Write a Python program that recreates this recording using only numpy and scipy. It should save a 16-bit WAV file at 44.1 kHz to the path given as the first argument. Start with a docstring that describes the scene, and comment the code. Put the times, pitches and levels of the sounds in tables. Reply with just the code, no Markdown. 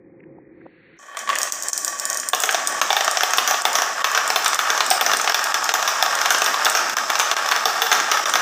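"""Marbles on a ramp and in a truck bed

Glass marbles run down a grooved wooden ramp and drop into the plastic bed of a toy truck, where they bounce,
roll and clack. A faint, muffled roll with hiss and ticks opens; a dull rumble lies under the clatter.
Contacts excite decaying modes, rolling is noisy bumps through resonances, and a small room answers with
decaying noise. The level dips just before some hard contacts."""
import sys
import numpy as np
from scipy import signal
from scipy.fft import rfft, irfft, next_fast_len
from scipy.io import wavfile
from scipy.ndimage import uniform_filter1d, minimum_filter1d, map_coordinates

SR = 44100
rng = np.random.default_rng(int(sys.argv[2]) if len(sys.argv) > 2 else 0)


def volts_from_decibels(level):
    """Turn decibel levels (scalar or array-like) into linear amplitude factors."""
    exponent = np.asarray(level, float) / 20
    return 10 ** exponent


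def pcm_store(signal):
    """Save signal as 16-bit PCM."""
    levels = np.round(np.clip(np.atleast_2d(signal), -1, 1) * 32767)
    wavfile.write(sys.argv[1], SR, levels.astype(np.int16).T)


N = 370881  # length in samples

# resonances of the plastic bed and of the wooden ramp: (frequency [Hz], bandwidth [Hz], level [dB])
BED_MODES = [(392, 11, -21), (452.4, 14.4, -5.5), (678, 44, 0), (745, 22.5, 1), (860, 106, 4.5),
             (1082, 115, 2.5), (1250, 144, 7), (1443, 83, 2.5), (1600, 47, 4.5), (1840, 60, -1.5),
             (2156, 190, -10), (2864, 75, -6)]
RAMP_MODES = [(625, 192, -7), (1137, 21.4, 4.5), (1507, 160, -9), (1740, 35, -1.5), (1860, 52, -4.5),
              (2560, 89, -15), (3106, 100, -13.5)]
FIRST_DROP_S = 2.32  # the bed is empty before this


def unit(x):
    """Normalisation: scales a signal to rms 1."""
    return x / np.sqrt(np.mean(x ** 2) + 1e-20)


def peak_one(x):
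    """Normalisation: scales a signal to a peak of 1."""
    return x / np.abs(x).max()


def along(points, hz):
    """Interpolates (frequency [Hz], value) points on a logarithmic frequency axis."""
    f, v = np.transpose(points)
    return np.interp(np.log(hz + 1), np.log(f + 1), v)


def levels(rows):
    """Envelopes: one gain per sample for each dB column, near silent before the first row, held after the last."""
    s, *columns = np.transpose(rows)
    return [volts_from_decibels(np.interp(np.arange(N) / SR, s, db, -120, db[-1])) for db in columns]


def filtered(x, response):
    """Linear filtering: multiplies the spectrum by a complex response of frequency."""
    m = next_fast_len(N + SR // 2)
    return irfft(rfft(x, m) * response(np.fft.rfftfreq(m, 1 / SR)), m)[:N]


def resonant(x, peaks):
    """Modal superposition: sums second-order resonances of alternating sign, scaled to rms 1."""
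    def response(f):
        total = 0
        for k, (centre, width, db) in enumerate(peaks):
            resonance = 1j * f * width / (centre * centre - f * f + 1j * f * width)
            total = total + (-1) ** k * volts_from_decibels(db) * resonance
        return total
    return unit(filtered(x, response))


def coloured(x, spectrum):
    """Spectral shaping: gives x a smooth (frequency [Hz], level [dB]) colour, scaled to rms 1."""
    return unit(filtered(x, lambda hz: volts_from_decibels(along(spectrum, hz))))


def bumps(per_s, spread_db, smooth):
    """Shot noise: tiny random impulses of uneven but bounded size on a bed of smooth noise."""
    when, size, noise = rng.random(N), rng.exponential(size=N), rng.standard_normal(N)
    bounded_size = volts_from_decibels(spread_db * np.tanh(size / 3) * 3)
    impulses = (when < per_s / SR) * np.sign(noise) * bounded_size
    return unit(impulses) + smooth * rng.standard_normal(N)


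def opening():
    """Low-passed shot noise in resonances, a rising band of hiss and short noise ticks precede the clatter."""
    # the muffled low roll swells twice and drops away: (time [s], level [dB])
    far_levels = [(0, -49), (0.15, -48.5), (0.38, -43), (0.4, -50), (0.66, -45.5), (0.68, -52.5),
                  (0.98, -53.5)]
    # resonances of the low roll: (frequency [Hz], bandwidth [Hz], level [dB])
    far_modes = [(158, 54, -4), (237, 28, -4.5), (329, 37, 3), (540, 22, -4.5)]
    # colour of the hiss: (frequency [Hz], level [dB])
    hiss_colour = [(900, -19), (1400, -8), (1900, 3), (2500, -6), (3200, -18), (4500, -19), (4800, -110)]
    # the hiss creeps up as the marbles near: (time [s], level [dB])
    nearing = [(0, -69), (.45, -66), (.98, -53)]
    # faint ticks and thuds that swell and stop short: (end [s], peak level [dB], centre frequency [Hz])
    ticks = [(.207, -43, 1900), (0.241, -43, 1900), (0.388, -37, 550), (.618, -42, 1650), (0.667, -30, 400),
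             (0.992, -40, 6000)]
    t = np.arange(N) / SR
    low_gain, = levels(far_levels + [(0.97, -120)])
    hiss_gain, = levels(nearing + [(1, -120)])
    lumpy = bumps(40, spread_db=1.5, smooth=3)
    muffled = filtered(lumpy, lambda hz: 1 / (1 + (hz / 1200) ** 6))
    out = low_gain * resonant(muffled, far_modes)
    out += hiss_gain * coloured(rng.standard_normal(N), hiss_colour[:4] + [(2900, -110)])
    top_share = np.interp(t, [.5, .7], [0, .3])  # the hiss gains its top later
    out += top_share * hiss_gain * coloured(rng.standard_normal(N), [(2300, -63.5)] + hiss_colour[3:])
    for end, db, centre in ticks:
        burst = rng.standard_normal(N) * np.exp(-np.abs(t - end) / .004) * (t < end)
        # a bell on the octave axis, narrower at higher pitch
        tick = filtered(burst, lambda f: np.exp(-np.log2((f + 1) / centre) ** 2 * (centre / 500) ** 1.5))
        out += volts_from_decibels(db) * peak_one(tick)
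    return out


def rumble():
    """Amplitude-modulated low noise: a dull, uneven rumble of table and room lies under the clatter."""
    # colour of the bass: (frequency [Hz], level [dB])
    bass_colour = [(25, -12), (80, -7.5), (130, -6), (230, 9.5), (400, 11), (1400, -100)]
    uneven = map_coordinates(rng.standard_normal(80), [np.arange(N) * 7 / SR])  # 7 random points per second
    gain, = levels([(0, -53.5), (1.1, -62.5), (1.6, -54.5), (3, -53), (5, -49)])
    return gain * volts_from_decibels(2.54 * uneven) * coloured(rng.standard_normal(N), bass_colour)


def rolling():
    """Roughness excitation: small bumps shake ramp and bed; jostling glass patters, brighter on the ramp."""
    # steady rolling: (time [s], rumble level [dB], glass jostle level [dB])
    rolling_levels = [(0.99, -50, -55), (1.03, -44, -49.5), (1.16, -35, -58), (1.18, -32, -39),
                      (1.27, -39, -44), (1.3, -23.5, -40), (1.5, -31, -35), (1.75, -35, -32.5),
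                      (2.0, -31, -37.5), (2.3, -32.5, -37.5), (2.4, -29, -34.5), (3.2, -25, -31),
                      (4.0, -25, -35), (4.4, -23.5, -32), (5.6, -22.5, -31), (6.4, -22, -31.5),
                      (7.4, -22.5, -32.5), (8.4, -22, -32.5)]
    # power share of the rolling that comes from the bed: (time [s], share [0-1])
    bed_share = [(2.322, 0), (2.34, 0.5), (2.75, 0.17), (2.85, 0.37), (5, 0.7)]
    # colour of many small glass contacts, in the bed and on the ramp: (frequency [Hz], level [dB])
    bed_glass = [(2000, -19), (4400, -10), (5200, 7.5), (6300, -5.5), (8000, -8.5), (9500, -35),
                 (12000, -27), (15200, -20)]
    ramp_glass = [(2400, -41), (4200, -29), (5600, 6.5), (7600, 5), (10500, -19), (15200, -18)]
    roll_gain, jostle_gain = levels(rolling_levels)
    share = np.clip(np.interp(np.arange(N) / SR, *np.transpose(bed_share)), 0, 1)
    bed = resonant(bumps(300, spread_db=4.5, smooth=.55), BED_MODES + [(3450, 300, -10)])
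    ramp = resonant(bumps(300, spread_db=4, smooth=.9), RAMP_MODES)
    bed_patter = coloured(bumps(600, spread_db=3.8, smooth=.7), bed_glass)
    ramp_patter = coloured(bumps(500, spread_db=4.5, smooth=1.2), ramp_glass)
    uneven = map_coordinates(rng.standard_normal(N // 2000), [np.arange(N) * 18 / SR])
    roll_gain = roll_gain * volts_from_decibels(1.5 * uneven)
    in_bed = roll_gain * bed + jostle_gain * bed_patter
    on_ramp = roll_gain * ramp + jostle_gain * ramp_patter
    return np.sqrt(share) * in_bed + np.sqrt(1 - share) * on_ramp


def all_contacts():
    """Excitation list: rows of (time [s], knock, ring and clack [dB], favoured pitch [Hz], glass modes)."""
    # marbles knocking on the ramp: (time [s], knock level [dB])
    ramp_knocks = [(1.1709, -15), (1.2754, -17), (1.2913, -9.5), (1.3003, -10), (1.33, -13), (1.359, -12),
                   (1.473, -21), (2.2324, -20.5)]
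    # marbles striking the bed:
    # (time [s], knock level [dB], wall ring level [dB], glass clack level [dB], favoured pitch [Hz])
    blows = [(2.3335, 0, -12, -10, 1040), (2.4367, -5.5, -14, -3, 1130), (2.4911, -6, -33, -29, 1630),
             (2.5459, -6, -25, -7, 726), (2.8148, -3, -20, -6, 1090), (2.9046, -3, -9.5, -26, 856),
             (2.9294, -9, -17, -7.5, 780), (2.9666, -2.5, -4, -9, 860), (3.0083, -7, -23, -9, 725),
             (3.079, -6.5, -29, -9, 1290), (3.1721, -9, -20, -5, 754), (3.2084, -6, -34, -8, 1200),
             (3.234, -4, -11, -10, 850), (3.3357, -7, -23, -4.5, 1250), (3.3834, 0.5, -7, -6.5, 1130),
             (3.4767, -4.5, -14, 2, 1370), (3.5106, -9, -34, -6, 750), (3.5435, -8, -37, -22, 980),
             (3.6531, -1, -7, -8, 890), (3.7543, -4, -8, 1.5, 1250), (3.7863, -8.5, -28, -9.5, 1170),
             (3.8208, -9.5, -27, -7, 800), (4.0439, 0, -7, -4, 1130), (4.1492, -3, -25, -0.5, 1220),
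             (4.1759, -4.5, -14, -17, 1260), (4.3028, -5.5, -25, -7, 910), (4.3602, 0, -6.5, -6, 1110),
             (4.4607, -2, -24, -4, 1310), (4.5319, -6.5, -26, -12, 1250), (4.5911, -3, -10, -10, 1180),
             (4.7027, -5.5, -13, -2, 1210), (4.7772, -11, -25, -9, 1250), (4.8061, -3, -12.5, -8, 1140),
             (4.9111, -1.5, -25, 0, 810), (5.0116, -4, -8, -9, 860), (5.0638, -4, -20, -0.5, 610),
             (5.135, -6.5, -12.5, -9, 910), (5.1979, -10, -36, -18, 1250), (5.2757, -4, -39, -17, 1290),
             (5.2968, -8.5, -29, -7, 1640), (5.3451, -4, -8.5, -6, 1940), (5.5433, -8, -20, -6.5, 1250),
             (5.6914, -2.5, -43, -6, 1590), (5.7397, -9.5, -16, -4, 910), (5.8772, -0.5, -12, -1, 1150),
             (6.026, -5.5, -9, -4, 840), (6.2151, -8, -19, -7, 1360), (6.2583, -5, -21, -5, 1170),
             (6.3057, -1, -12.5, 2, 1600), (6.3473, -6, -30, -7, 1210), (6.4196, -4, -19, -7, 1200),
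             (6.4617, -7, -10, -2.5, 1520), (6.543, -7.5, -16, -21, 1160), (6.6563, -4.5, -8, -6, 805),
             (6.6656, -4.5, -19, -15, 1580), (6.751, 1, -16, 2, 1520), (6.9686, -8.5, -26, -8, 1220),
             (7.1016, -8, -18, -10, 1180), (7.1975, 1, -11, -3, 1310), (7.3143, -5, -13, -7.5, 1292),
             (7.3667, -12, -20, -13, 1080), (7.5141, -8, -16, -11, 1640), (7.5205, -4, -19, -21, 1080),
             (7.656, -2, -7, 0, 1240), (7.8194, -1.5, -5, -4, 1210), (7.9162, 2.5, -24, 2, 1570),
             (7.928, -6, -11, -6, 1240), (8.0012, -9, -21, -9, 1600), (8.1155, -1, -14, -2, 1290),
             (8.2564, -10.5, -14.5, -4.5, 1200), (8.3381, -8, -13, -7, 1356), (8.3557, -2.5, -19, -4, 1340)]
    # marbles clacking against each other: (time [s], clack level [dB])
    clacks = [(1.1713, -16), (1.1914, -14), (1.2925, -16), (1.3556, -7.5), (1.3868, -4.5), (1.417, -5),
              (1.4318, -1.5), (1.5228, -4), (1.6244, -9), (1.635, -12), (1.685, -6), (1.7324, -4.5),
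              (1.778, -3), (1.8478, -3), (1.88, -5.5), (1.99, -15), (1.998, -5), (2.0543, -3.5),
              (2.101, -3.5), (2.1304, -7), (2.146, -10), (2.173, -6.5), (2.2, -6.5), (2.288, -4.5),
              (2.3488, -7.5), (2.4028, -6.5), (2.4219, -9), (2.457, -11), (2.511, -9), (2.526, -10.5),
              (2.6735, -0.5), (3.047, -5.5), (3.1125, -5.5), (3.308, -10), (3.374, -8), (3.6203, -11.5),
              (3.731, -7.5), (4.116, -11), (4.278, -6.5), (4.446, -6), (4.481, -3.5), (4.5457, -3.5),
              (4.8645, -9), (4.9038, 2.5), (5.1705, -6.5), (5.2151, -7), (5.4413, -6), (5.6425, -7),
              (6.0363, -13), (6.153, -6.5), (6.3237, -9), (6.385, -9), (6.444, -6), (6.649, -1.5),
              (6.699, -4.5), (7.192, -7), (7.203, -8), (8.2973, -8)]
    # lighter knocks in the bed: (time [s], peak level [dB])
    light_knocks = [(2.552, -7.5), (4.92, -6.5), (5.116, -4.5), (5.245, -6.5), (5.322, -5), (5.393, -6.5),
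                    (5.827, -4.5), (6.062, -4.5), (6.127, -11), (6.189, -7), (6.727, -13.5), (6.773, -5),
                    (6.897, -5), (6.932, -15), (6.985, -5.5), (7.155, -4), (7.213, -4), (7.462, -8),
                    (7.489, -4), (7.563, -2.5), (7.596, -13), (7.867, -6), (7.951, -5.5), (8.173, -8)]
    # levels of a light knock over its peak level: (knock [dB], ring [dB], clack [dB])
    light_offsets = (-6.5, -20.5, -7)
    # modes of glass on plastic, and of glass on glass: (frequency [Hz], level [dB])
    plastic_clack = [(5900, 16), (7600, -8)]
    glass_clack_modes = [(5900, 4), (6900, 8), (8000, 4.5)]
    ramp_knock_hz = 2310  # a knock on wood wakes the higher modes
    under_db, wall_db = -33, -22  # how little a clack shakes the wood or plastic under it, and the wall
    light = [(s, *np.add(db, light_offsets), rng.uniform(1000, 1700)) for s, db in light_knocks]
    on_ramp = [(s, db, -120, -120, ramp_knock_hz) for s, db in ramp_knocks]
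    rows = [(*row, plastic_clack) for row in [*blows, *on_ramp, *light]]
    for s, db in clacks:
        ring_db = db + wall_db if s > FIRST_DROP_S else -120
        rows.append((s, db + under_db, ring_db, db, ramp_knock_hz, glass_clack_modes))
    return rows


def body_knock(t, modes, spot_hz, strength, detune, phase):
    """Modal impact: the struck spot lifts the modes near one pitch; each mode decays exponentially."""
    favour_db, favour_octaves = 11, 0.15
    damping, rise_s = 0.099, 0.00037  # extra loss [1/s per Hz]; rise time
    hz, width, db = np.transpose(modes)[:, :, None]
    strength, detune, phase = strength[-len(hz):], detune[-len(hz):], phase[-len(hz):]
    db = db + favour_db * np.exp(-.5 * (np.log2(hz / spot_hz) / favour_octaves) ** 2)
    sines = volts_from_decibels(db + 3 * strength) * np.sin(2 * np.pi * hz * (1 + .008 * detune) * t + phase)
    decay = np.exp(-(np.pi * width + damping * hz) * t)
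    return peak_one(np.sum(sines * decay, 0) * (1 - np.exp(-t / rise_s)))


def wall_ring(t, detune):
    """Damped oscillation: one mode of the bed's wall rings briefly."""
    wall_hz, decay_s, rise_s = 3520, 0.0026, .0003
    sine = np.sin(2 * np.pi * wall_hz * (1 + .01 * detune[0]) * t)
    return peak_one(sine * np.exp(-t / decay_s) * (1 - np.exp(-t / rise_s)))


def glass_clack(t, glass, strength, detune):
    """Contact resonance: glass modes rise and die within a millisecond or so, then two weaker copies follow."""
    def delayed(x, lag):
        return np.pad(x, (round(lag * SR), 0))[:len(x)]
    hz, db = np.transpose(glass)[:, :, None]
    sines = np.sin(2 * np.pi * hz * (1 + .04 * detune[1:][:len(glass)]) * t)
    modes = volts_from_decibels(db + 2 * strength[1:][:len(glass)]) * sines
    clack = peak_one(np.sum(modes, 0) * t * np.exp(-t / 0.00024))
    stretch = volts_from_decibels(strength[0, 0])
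    clack = clack + .5 * delayed(clack, .0011 * stretch)  # a rebound
    return clack + .3 * delayed(clack, .0033 * stretch)  # the table's echo


def contact_edge(t, crack):
    """Impulsive broadband radiation: a high-passed noise burst with a short, weaker rattle after it."""
    sharp = signal.butter(2, 13000, "high", fs=SR)
    return peak_one(signal.lfilter(*sharp, crack) * (np.exp(-t / 0.00043) + .1 * np.exp(-t / .02)))


def contact_slap(t, crack):
    """Damped band noise: the blow's noisy slap."""
    broad = signal.butter(2, (1300, 3800), "band", fs=SR)
    return peak_one(signal.lfilter(*broad, crack[::-1]) * np.exp(-t / 0.0043))


def contacts():
    """Superposed impacts: each contact sums knock, slap, clack and edge; the wall's ring is returned apart."""
    out, t, rows = np.zeros((2, N + SR)), np.arange(SR // 16) / SR, all_contacts()
    luck = rng.standard_normal((len(rows), 3, len(BED_MODES) + 4, 1))
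    cracks = rng.standard_normal((len(rows), len(t)))
    for row, (strength, detune, phase), crack in zip(rows, luck, cracks):
        s, knock_db, ring_db, clack_db, spot_hz, glass = row
        modes = BED_MODES if s > FIRST_DROP_S else RAMP_MODES
        knock = body_knock(t, modes, spot_hz, strength, detune, phase) + 0.71 * contact_slap(t, crack)
        clack = volts_from_decibels(clack_db) * glass_clack(t, glass, strength, detune)
        ring = volts_from_decibels(ring_db + 2 * strength[0]) * wall_ring(t, detune)
        # the harder the contact, the stronger its edge
        edge = (volts_from_decibels(clack_db - 6) + volts_from_decibels(ring_db)) * contact_edge(t, crack)
        start = round((s - .0003) * SR)
        out[:, start:start + len(t)] += [volts_from_decibels(knock_db) * knock + clack + edge, ring]
    return out[:, :N]


def room(x):
    """Reverberation: noise tails decay at a rate set by frequency; the marbles move, so the tails keep changing."""
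    # reverberation time: (frequency [Hz], time to fall 60 dB [s])
    decay_times = [(300, 0.69), (2000, 1), (6000, 0.68), (14000, 0.45)]
    out, step = np.zeros(N + 2 * SR), SR // 8
    for start in range(0, N, step):
        hz, t, z = signal.stft(rng.standard_normal(SR // 3), SR, nperseg=256)
        decay = volts_from_decibels(-60 * t / along(decay_times, hz)[:, None])
        tail = signal.istft(z * decay, SR, nperseg=256)[1]
        wet = signal.fftconvolve(x[start:start + step], tail / np.linalg.norm(tail))
        out[start + 120:][:len(wet)] += wet  # the answer starts 120 samples late
    return out[:N]


def level_dips():
    """Gain modulation: the level sinks at a moment on a steady grid and is back at each listed end."""
    # dips just before some hard contacts: (end [s], depth [dB])
    dips = [(1.522, -7.5), (1.73, -10), (2.332, -8), (2.815, -11), (3.652, -7), (4.042, -11), (4.59, -6),
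            (5.01, -4.5), (5.343, -6), (5.542, -9.5), (5.74, -8.5), (6.967, -13.5), (7.365, -10),
            (7.653, -8.5), (8.258, -11)]
    grid_s, offset_s, shortest_s = .02, .005, .008
    t, db = np.arange(N) / SR, np.zeros(N)
    for end, depth_db in dips:
        start = np.floor((end - shortest_s - offset_s) / grid_s) * grid_s + offset_s
        db += np.interp(t, [start - .002, start, end - .001, end], [0, depth_db, depth_db, 0])
    return volts_from_decibels(db)


def scene():
    """Superposition: contacts, their room and the rolling radiate little bass; rumble and opening are added."""
    (blows, rings), dips = contacts(), level_dips()
    wet = volts_from_decibels(-5.5) * room(blows + .3 * rings)
    clatter = dips * (blows + rings + wet + rolling())
    thin = filtered(clatter, lambda hz: (1j * hz / (330 + 1j * hz)) ** 3)  # third-order high-pass
    return (thin + dips * rumble() + opening())[None]


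def band_limit(x):
    """A steep low-pass at the top of the band."""
    return signal.sosfilt(signal.butter(12, 16800, fs=SR, output="sos"), x)


def record(dry):
    """Band limiting and peak limiting: little is kept above 15.4 kHz and a fast limiter holds the peaks."""
    x = filtered(dry[0], lambda hz: volts_from_decibels(np.interp(hz, [15400, 15600, 16500, 16700], [0, -24, -30, -90])))
    need = np.minimum(1, .88 / (np.abs(x) + 1e-9))
    gain = uniform_filter1d(minimum_filter1d(need, size=201), size=201)
    return band_limit((x * gain)[None])


dry = scene()
out = record(dry)
pcm_store(out)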